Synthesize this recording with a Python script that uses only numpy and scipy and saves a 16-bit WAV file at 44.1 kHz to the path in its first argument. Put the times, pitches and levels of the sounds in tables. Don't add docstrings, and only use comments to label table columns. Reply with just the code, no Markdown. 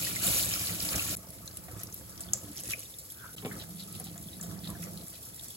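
import sys
import numpy as np
from scipy import signal
from scipy.fft import rfft, irfft, next_fast_len
from scipy.io import wavfile
from scipy.ndimage import map_coordinates

SR = 44100
rng = np.random.default_rng(int(sys.argv[2]) if len(sys.argv) > 2 else 0)


def int16_out(signal):
    q = np.round(np.clip(np.atleast_2d(signal).T, -1, 1) * 32767)
    wavfile.write(sys.argv[1], SR, q.astype(np.int16))


N = 245195


def amp(db):
    return np.exp(np.asarray(db) * np.log(10) / 20)


def unit(x):
    return x / np.sqrt(np.mean(x ** 2) + 1e-20)


def along(points, hz):
    f, v = np.transpose(points)
    return np.interp(np.log(hz + 1), np.log(f + 1), v)


def curves(rows):
    s, *cols = np.transpose(rows)
    return [np.interp(np.arange(N) / SR, s, c) for c in cols]


def after(s):
    return np.clip((np.arange(N) / SR - s) / .006 + .5, 0, 1)


def swell(s, half):
    return np.exp(-np.minimum(np.square((np.arange(N) / SR - s) / half), 50))


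def wobble(rate):
    return map_coordinates(rng.standard_normal(int(N * rate / SR) + 4), [np.arange(N) * rate / SR])


def filtered(x, response):
    m = next_fast_len(N + SR // 2)
    return irfft(rfft(x, m) * response(np.fft.rfftfreq(m, 1 / SR)), m)[..., :N]


def coloured(x, spectrum):
    return unit(filtered(x, lambda hz: amp(along(spectrum, hz))))


def resonance(f, modes):
    return sum(amp(db) * 1j * f * w / (c * c - f * f + 1j * f * w) for c, w, db in modes)


def resonate(x, modes):
    return unit(filtered(x, lambda f: resonance(f, modes) * f ** 4 / (f ** 4 + 40 ** 4)))


# f/Hz, correlation [-1 to 1]
TREBLE_ALIKE = [(400, 1), (1300, 1), (2200, 0.043), (4000, 0.29), (5800, 0.29), (6600, 0.73), (9000, 1),
                (15000, 0.97)]
# f/Hz, correlation [-1 to 1]
BASS_ALIKE = [(60, 0.93), (150, 0.96), (300, 0.85), (600, 0.45), (1200, 0.44), (8000, 0.27)]


def stereo(pair, alike):
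    turn = lambda hz: np.arccos(np.clip(along(alike, hz), -1, 1)) / 2
    mid, side = filtered(pair, lambda hz: np.array([np.cos(turn(hz)), np.sin(turn(hz))]))
    return np.array([mid + side, mid - side])


def add(track, s, sound):
    part = track[..., max(round(s * SR), 0):][..., :sound.shape[-1]]
    part += sound[..., :part.shape[-1]]


def impacts(rate, spread_db):
    hit = rng.random(N) < rate / SR
    size = amp(spread_db * np.clip(rng.standard_normal(N), -2, 2))
    return unit(hit * size * rng.standard_normal((2, N)))


# f/Hz, time to fall 60 dB/s
TAIL_T60 = [(200, 0.28), (2000, 0.62), (7000, 0.25), (15000, 0.0093)]


def basin(x, near_t60, far_db):
    hz, t, z = signal.stft(rng.standard_normal((2, SR // 4)), SR, nperseg=256)
    far = signal.istft(z * amp(-60 * t / along(TAIL_T60, hz)[:, None]), SR, nperseg=256)[1]
    near = rng.standard_normal(far.shape) * amp(-60 * np.arange(far.shape[1]) / SR / near_t60)
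    answer = near / np.linalg.norm(near[0]) + amp(far_db) * far / np.linalg.norm(far[0])
    return signal.fftconvolve(np.atleast_2d(x), answer, axes=1)[:, :x.shape[-1]]


def bubble(t, hz, cycles, rise):
    age = t * hz / cycles
    return np.sin(2 * np.pi * hz * t * (1 + rise * age / 2)) * amp(-60 * age) * (1 - np.exp(-t * hz))


def bubbles(count, hz, octaves, cycles, spread_db):
    when = rng.integers(0, N, (count, 1))
    pitch, size = np.clip(rng.standard_normal((count, 2)), -2, 2).T[:, :, None]
    bearing = 2 * np.pi * rng.random((count, 1))
    t = np.arange(int(SR * cycles / hz))
    rings = amp(spread_db * size) * bubble(t / SR, hz * 2 ** (octaves * pitch), cycles, rise=0.28)
    places = (when + t).ravel()
    cloud = np.array([np.bincount(places, (rings * way(bearing)).ravel(), N)[:N]
                      for way in (np.cos, np.sin)])
    return unit(cloud + basin(cloud, near_t60=.04, far_db=-4))


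def drumming(rate, spread_db, modes):
    push = filtered(impacts(rate, spread_db), lambda hz: 1 / (1 + 1j * hz / 607) ** 2)
    return resonate(stereo(push, BASS_ALIKE), modes)


# f/Hz, width/Hz, level/dB
HOLLOW = [(422, 34, -1), (536, 46, -1), (672.5, 74, 0), (899, 76, -6.5), (1167, 80, -6.5), (1310, 113, -3),
          (1660, 940, -2)]


def gurgle(count):
    fat = bubbles(count=count, hz=950, octaves=.6, cycles=15, spread_db=3.5)
    churn = fat + amp(-7) * impacts(rate=2500, spread_db=3)
    return resonate(stereo(churn, BASS_ALIKE), HOLLOW) * amp([[1], [-1]])


# t/s, level/dB
JET = [(0.0, -34.5), (0.205, -38.5), (0.24, -29.5), (0.385, -29.5), (0.46, -34.5), (0.7, -36), (0.745, -39),
       (0.91, -35), (1.14, -36.5)]
# f/Hz, level/dB
FULL_SPRAY = [(1500, -17), (2800, -13.5), (3400, -11), (3650, -6.5), (4100, -7.5), (4700, -7), (5500, -7.5),
              (7000, -4), (8200, -1), (10000, 1), (12500, 0.5), (15500, -5)]
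# f/Hz, level/dB
SPLASH = [(300, -28), (700, -33), (1000, -15), (1350, -17), (2000, 6), (3000, 12), (4000, 4), (6000, 11),
          (12000, -40)]
# f/Hz, width/Hz, level/dB
SINK = [(55.5, 7.6, -15), (77, 16.6, -2.5), (106.1, 14.7, 2), (125.2, 8.9, -5.5), (166.4, 18, -1.5),
        (184, 6.5, -7), (229.5, 21, -17), (298, 10.5, -3.5), (402, 19, -23.5), (603, 20, -15.5)]


def full_tap():
    spray_db, = curves(JET)
    splash_db = spray_db - 10
    drum_db = -44 + 0.094 * (spray_db - np.mean([db for s, db in JET]))
    beads = bubbles(count=5000, hz=6200, octaves=.6, cycles=20, spread_db=4)
    mist = impacts(rate=8000, spread_db=1) + amp(-2.5) * beads
    surge = amp(spray_db + 2.5 + 0.93 * wobble(69.95))
    spray = surge * coloured(stereo(mist, TREBLE_ALIKE), FULL_SPRAY)
    froth = bubbles(count=3400, hz=2400, octaves=.7, cycles=12, spread_db=3.5)
    froth = froth + impacts(rate=450, spread_db=3.5)
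    splash = amp(splash_db + 1.8 * wobble(45)) * coloured(stereo(froth, TREBLE_ALIKE), SPLASH)
    splash = splash * amp([[.7], [-.7]])
    drum = amp(drum_db) * drumming(rate=650, spread_db=2.5, modes=SINK) * amp([[-1.9], [1.9]])
    clear = bubbles(count=1100, hz=2900, octaves=.5, cycles=22, spread_db=3.5)
    ringing = amp(splash_db - 8) * stereo(clear, BASS_ALIKE)
    puddle = amp(splash_db - 4.5) * gurgle(count=2400)
    return spray + splash + ringing + puddle + drum


# t/s, level/dB
RUN_OFF = [(1.19, -53.5), (2.1, -54), (2.3, -52), (2.7, -56), (2.8, -61), (3.12, -67.5), (3.4, -52),
           (3.62, -50), (3.78, -67), (3.97, -54.5), (4.33, -59.5), (4.5, -49.5), (5.05, -52), (5.06, -60.5),
           (5.54, -62)]
# t/s, level/dB
PATTER = [(1.19, -71), (2.1, -59), (2.7, -53), (3.05, -59.5), (4.0, -51.5), (4.6, -57.5), (5.54, -54.5)]
# f/Hz, level/dB
AERATOR = [(2500, -25), (4000, -9), (5500, -5.5), (7200, -4), (8200, 0), (10000, 2.5), (13000, 4),
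           (15500, -3.5)]
# f/Hz, level/dB
THIN_SPRAY = [(2000, -13), (3300, 0.5), (3950, -5), (5400, -6), (7000, -8), (10000, 11), (15500, -17)]


def thin_stream():
    drum_db, = curves(RUN_OFF)
    flow_db = drum_db - drum_db.mean()
    crackle = unit(basin(impacts(rate=80, spread_db=3.0), near_t60=0.088, far_db=6.5))
    hiss = rng.standard_normal((2, N)) + amp(2.5) * crackle
    fizz = amp(-48.5 + 0.36 * wobble(24.66)) * coloured(stereo(hiss, TREBLE_ALIKE), AERATOR)
    patter = bubbles(count=2000, hz=5800, octaves=.42, cycles=17, spread_db=4)
    patter = patter + amp(-3) * impacts(rate=450, spread_db=3.5)
    patter_db, = curves(PATTER)
    spray = amp(patter_db + 2 * wobble(55)) * coloured(stereo(patter, TREBLE_ALIKE), THIN_SPRAY)
    froth = bubbles(count=3200, hz=1700, octaves=.7, cycles=16, spread_db=4.5)
    splash_db = -70 + 0.27 * flow_db + 0.45 * wobble(10)
    splash = amp(splash_db) * coloured(stereo(froth, TREBLE_ALIKE), SPLASH)
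    puddle = amp(-60.5 + 0.61 * flow_db + 1.1 * wobble(20)) * gurgle(count=1600)
    drum = amp(drum_db + 2.7) * drumming(rate=400, spread_db=3, modes=SINK)
    return fizz + spray + splash + puddle + drum * amp([[-2.1], [2.1]])


# t/s, drumming level/dB, gurgle level/dB, half length/s
GULPS = [(0.293, -37, -66, 0.036), (0.403, -66, -65, 0.046), (0.719, -44.5, -48, 0.035),
         (0.967, -41.5, -46.5, 0.055), (1.112, -36, -56, 0.012), (1.766, -55, -55.5, 0.068),
         (2.313, -46, -88, 0.079), (2.701, -46, -58, 0.037), (3.527, -53, -53.5, 0.098),
         (3.957, -52, -64, 0.02), (4.51, -53, -78, 0.017), (4.674, -49, -72, 0.029),
         (4.856, -51, -62, 0.043)]


def gulps():
    drum = drumming(rate=650, spread_db=1.5, modes=SINK) * amp([[-1.9], [1.9]])
    churn = gurgle(count=900)
    return sum(swell(s, half) * (amp(drum_db) * drum + amp(gurgle_db) * churn)
               for s, drum_db, gurgle_db, half in GULPS)


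# t/s, level/dB, bubble f/Hz, half length/s
BUBBLINGS = [(0.95, -45.5, 1720, 0.028), (1.778, -59, 1210, .02), (3.531, -50, 1900, 0.026),
             (4.41, -61, 1530, 0.027), (4.486, -67, 910, 0.034), (4.573, -66, 1060, .02),
             (4.706, -56.5, 1200, 0.044), (4.76, -60.5, 1500, 0.034), (4.864, -54.5, 674, 0.068)]


def bubblings():
    def run(hz):
        return stereo(bubbles(count=450, hz=hz, octaves=.3, cycles=36, spread_db=2), BASS_ALIKE)
    return sum(amp(db) * swell(s, half) * run(hz) for s, db, hz, half in BUBBLINGS)


def trickle():
    run = bubbles(count=1100, hz=1415, octaves=.07, cycles=34, spread_db=4.5)
    peak_s, fade_s = 3.245, 0.04
    return amp(-45.5) * np.exp(-np.abs(np.arange(N) / SR - peak_s) / fade_s) * run


# t/s, level/dB, half length/s
SPATTERS = [(1.805, -47.5, 0.041), (2.585, -41.5, 0.028), (2.658, -41.5, 0.02), (2.713, -35, 0.029),
            (2.803, -49.5, 0.072), (4.835, -44.5, 0.027)]
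# f/Hz, level/dB
SPATTER_TONE = [(600, -25), (1500, -2.5), (2600, -6.5), (4000, -3), (7000, 5), (11000, 12), (15500, -2)]


def spatters():
    level = sum(amp(db) * swell(s, half) for s, db, half in SPATTERS)
    beads = bubbles(count=1500, hz=4200, octaves=.6, cycles=18, spread_db=4)
    shower = impacts(rate=700, spread_db=3.5) + amp(2) * beads
    return level * coloured(stereo(shower, TREBLE_ALIKE), SPATTER_TONE)


# t/s, level/dB
BOWL_DRUM = [(3.5, -45), (3.75, -50.5), (4.3, -46), (4.5, -42), (4.75, -43.5), (4.98, -47.5), (5.05, -46.5)]
# f/Hz, width/Hz, level/dB
BOWL = [(106.7, 7.2, 0), (169.8, 7.9, 10.5), (189.6, 9.4, 7.5), (246, 10, -12), (303, 8.3, -2),
        (658, 33, -8.5)]


def bowl():
    level_db, = curves(BOWL_DRUM)
    drum = drumming(rate=600, spread_db=0.5, modes=BOWL)
    sounding = after(3.48) * (1 - after(5.056))
    return drum * amp(level_db) * sounding * amp([[-2.5], [.3]])


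def stray_drops(count):
    return [(u * N / SR, -43 + 7 * (2 * v - 1), 9000 * 2 ** ((w - .5) / 2))
            for u, v, w in rng.random((count, 3))]


# t/s, level/dB, f/Hz
DROPS = [(0.049, -22.5, 4640), (0.1605, -23.5, 8000), (0.221, -25, 7740), (0.538, -22.5, 5150),
         (0.5945, -26, 5450), (0.6705, -25.5, 4330), (0.8026, -26, 5100), (0.889, -23.5, 4740),
         (0.9587, -23.5, 6450), (1.169, -25, 11000), (1.269, -48, 5070), (1.3045, -30.5, 10400),
         (1.384, -45, 4120), (1.4767, -36, 6200), (1.512, -42, 4800), (1.571, -25.5, 10700),
         (1.7995, -37, 7540), (1.8341, -23.5, 11400), (1.8374, -46, 5860), (1.871, -39.5, 5400),
         (1.925, -36.5, 6260), (1.942, -27, 12440), (2.125, -47, 4600), (2.177, -36, 5400),
         (2.206, -27, 8800), (2.334, -10, 7200), (2.573, -30.5, 5630), (2.59, -38, 5600),
         (2.6357, -29, 8300), (2.655, -34, 6900), (2.6785, -33, 6820), (2.7114, -32, 2950),
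         (2.717, -32, 5900), (2.793, -29.5, 9900), (3.1208, -29, 10900), (3.554, -42, 6070),
         (3.6045, -46, 4710), (3.622, -42, 4540), (3.8016, -38, 4240), (3.925, -34, 10000),
         (3.9996, -27, 10700), (4.096, -46, 3630), (4.1783, -34.5, 7260), (4.412, -29, 7240),
         (4.59, -40.5, 4860), (4.643, -35.5, 3800), (4.674, -32.5, 3980), (4.7021, -28, 11600),
         (4.9747, -34.5, 4200), (5.012, -41, 4160), (5.0823, -29.5, 9000), (5.395, -39.5, 3730),
         (5.4835, -36, 7850)]


def drops():
    out, t = np.zeros((2, N)), np.arange(SR // 10) / SR
    for s, db, hz in list(DROPS) + stray_drops(count=24):
        crack = .11 * np.diff(rng.standard_normal(len(t) + 1)) * amp(-60 * t / .002)
        snap = bubble(t, hz, cycles=10.3, rise=0.017) + crack
        tick = .6 * snap + basin(snap, near_t60=.026, far_db=-9)
        add(out, s, amp(db + 6.0) * tick / np.abs(tick).max())

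    def small_source(hz):
        return (1j * hz / (1j * hz + 2200)) ** 2 / np.sqrt(1 + (hz / 12500) ** 10)
    return filtered(stereo(out, TREBLE_ALIKE), small_source)


# t/s, level/dB, f/Hz
PLINKS = [(0.068, -25.5, 1830), (0.164, -25, 2010), (0.2384, -28, 2890), (0.274, -22, 3560),
          (0.3555, -26, 3630), (0.5354, -28, 2260), (0.559, -32.5, 1360), (0.694, -30.5, 1990),
          (0.9428, -32, 2150), (0.9942, -18.5, 2630), (1.477, -29.5, 4020), (2.2357, -32, 4640),
          (2.735, -17.5, 2380), (2.855, -39, 3600), (2.94, -37.5, 3580), (3.382, -30.5, 3070),
          (3.5132, -30.5, 1700), (4.399, -46, 1680), (4.751, -41, 1690)]


def plinks():
    out, t = np.zeros((2, N)), np.arange(SR // 10) / SR
    for s, db, hz in PLINKS:
        direct = bubble(t, hz, cycles=34, rise=.12) * (1 - np.exp(-t * hz / 3))
        ring = direct + amp(-3) * basin(direct, near_t60=.04, far_db=-22)
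        add(out, s, amp(db - 3.5) * ring / np.abs(ring).max())
    return out


# t/s, level/dB, f/Hz
PLOPS = [(0.975, -36, 710), (1.232, -42, 664), (1.683, -34.5, 708), (1.709, -38.5, 488), (1.775, -46, 1140),
         (1.809, -39, 660), (1.886, -39, 1167), (2.205, -43, 650), (2.333, -35.5, 670), (3.242, -39.5, 970),
         (4.0, -36, 726), (4.066, -39.5, 760), (4.156, -38.5, 670), (4.435, -39, 665), (4.512, -50, 696),
         (4.69, -39, 630), (4.704, -43, 990), (4.75, -39, 670), (4.87, -36.5, 490)]


def plops():
    rings, splats, t = np.zeros((2, N)), np.zeros(N), np.arange(SR // 10) / SR
    for s, db, hz in PLOPS:
        add(rings, s, amp(db - 7.0) * bubble(t, hz, cycles=49, rise=0.19))
        add(splats, s, amp(db - 10) * rng.standard_normal(len(t)) * amp(-60 * t / 0.11))
    hollow_splats = filtered(splats, lambda f: resonance(f, HOLLOW))
    return (rings + amp(6.5) * hollow_splats) * amp([[.8], [-.8]])


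# t/s, level/dB
SQUELCHES = [(1.39, -61), (3.385, -51.5), (3.616, -46.5), (3.808, -46), (3.95, -49), (4.07, -51),
             (4.34, -52.5), (4.66, -50), (4.99, -55), (5.15, -51), (5.39, -59)]
# f/Hz, level/dB
SQUELCH_TONE = [(600, -21), (1800, -6), (3000, -0.5), (4000, 7.5), (5500, 4), (12000, -9), (15500, -22)]


def squelches():
    level = sum(amp(db) * swell(s, half=0.023) for s, db in SQUELCHES)
    foam = bubbles(count=3500, hz=3700, octaves=.5, cycles=25, spread_db=3)
    foam = foam + amp(-3) * impacts(rate=1200, spread_db=4)
    return level * coloured(stereo(foam, TREBLE_ALIKE), SQUELCH_TONE)


# t/s, ring peak level/dB, contact click level/dB re ring, rise time constant/s
KNOCKS = [(3.423, -36, -3, 0.027), (3.449, -26, -2, 0.0012), (3.461, -28, -24, 0.0016),
          (3.512, -44, -14, 0.0045), (4.003, -45.5, -4, 0.0036)]
# f/Hz, level/dB, time to fall 60 dB/s
KNOCK_MODES = [(172, 3, 0.13), (215, -3, 0.059), (252, -1.5, 0.095), (322, -9, 0.094), (414, -0.5, 0.12),
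               (490, 10, 0.026), (663, -11, 0.059), (768, -5, 0.055), (1068, -9.5, 0.082),
               (2270, -11, 0.14)]
# f/Hz, level/dB
CRUNCH = [(400, -1), (900, -2), (2000, -1), (3600, -2), (4500, -17), (9000, -30)]


def knocks():
    out, t = np.zeros((2, N)), np.arange(SR // 2) / SR
    grit = coloured(stereo(impacts(rate=900, spread_db=3), BASS_ALIKE), CRUNCH)
    lowpass = signal.butter(2, 2800, fs=SR, output="sos")
    for s, db, click_db, rise in KNOCKS:
        ring = np.zeros(len(t))
        for hz, level, t60 in KNOCK_MODES:
            decay = amp(level + rng.normal(0, 1) - 60 * t / t60)
            ring += decay * np.sin(2 * np.pi * (hz * t + rng.random()))
        ring *= (1 - np.exp(-t / rise)) ** 2
        click = signal.sosfilt(lowpass, rng.standard_normal((2, len(t)))) * amp(-60 * t / 0.021)
        crunch = grit[:, round(s * SR):][:, :len(t)] * amp(-12 - 60 * t / 0.1)
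        add(out, s, amp(db) * (ring / np.abs(ring).max() + amp(click_db) * (click + crunch)))
    return out


# f/Hz, level/dB
THUMP_MODES = [(205, -4), (291, -0.5), (393, -13)]


def thump():
    end_s, rise_s = 2.516, 0.024
    t = np.arange(N) / SR - end_s
    ring = sum(amp(db) * np.sin(2 * np.pi * (hz * t + rng.random())) for hz, db in THUMP_MODES)
    return amp(-39.5) * ring * np.exp(np.minimum(t, 0) / rise_s) * (1 - after(end_s))


# f/Hz, level/dB
ROOM_TONE = [(25, -50), (40, -24), (55, -3.5), (110, 0.5), (200, -9), (450, -13), (800, -23), (1400, -27),
             (2500, -20.5), (8000, -54), (16000, -21.5)]


def room():
    return amp(-55.5) * coloured(stereo(rng.standard_normal((2, N)), BASS_ALIKE), ROOM_TONE)


def scene():
    thin = after(1.156)
    tap = (1 - thin) * full_tap() + thin * thin_stream()
    spills = gulps() + bubblings() + trickle() + spatters() + bowl()
    single_drops = drops() + plinks() + plops()
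    return tap + spills + single_drops + squelches() + knocks() + thump() + room()


DIPS = [1.157, 3.359]
# f/Hz, lag/s
PORT_LAG = [(600, 0), (1500, .000106), (2700, .000185), (4000, .00025), (5300, .000283), (6900, .00029),
            (9100, .000275), (11350, .000264), (15700, .000255)]


def record(dry):
    t = np.arange(N) / SR
    dips = np.prod([1 - np.exp(-((t - s) / .005) ** 4) for s in DIPS], axis=0)

    def microphone(hz):
        ports = np.exp(1j * np.pi * hz * along(PORT_LAG, hz) * np.array([[-1], [1]]))
        return ports * (hz < 16050)
    return filtered(dry * dips, microphone)


dry = scene()
out = record(dry)
int16_out(out)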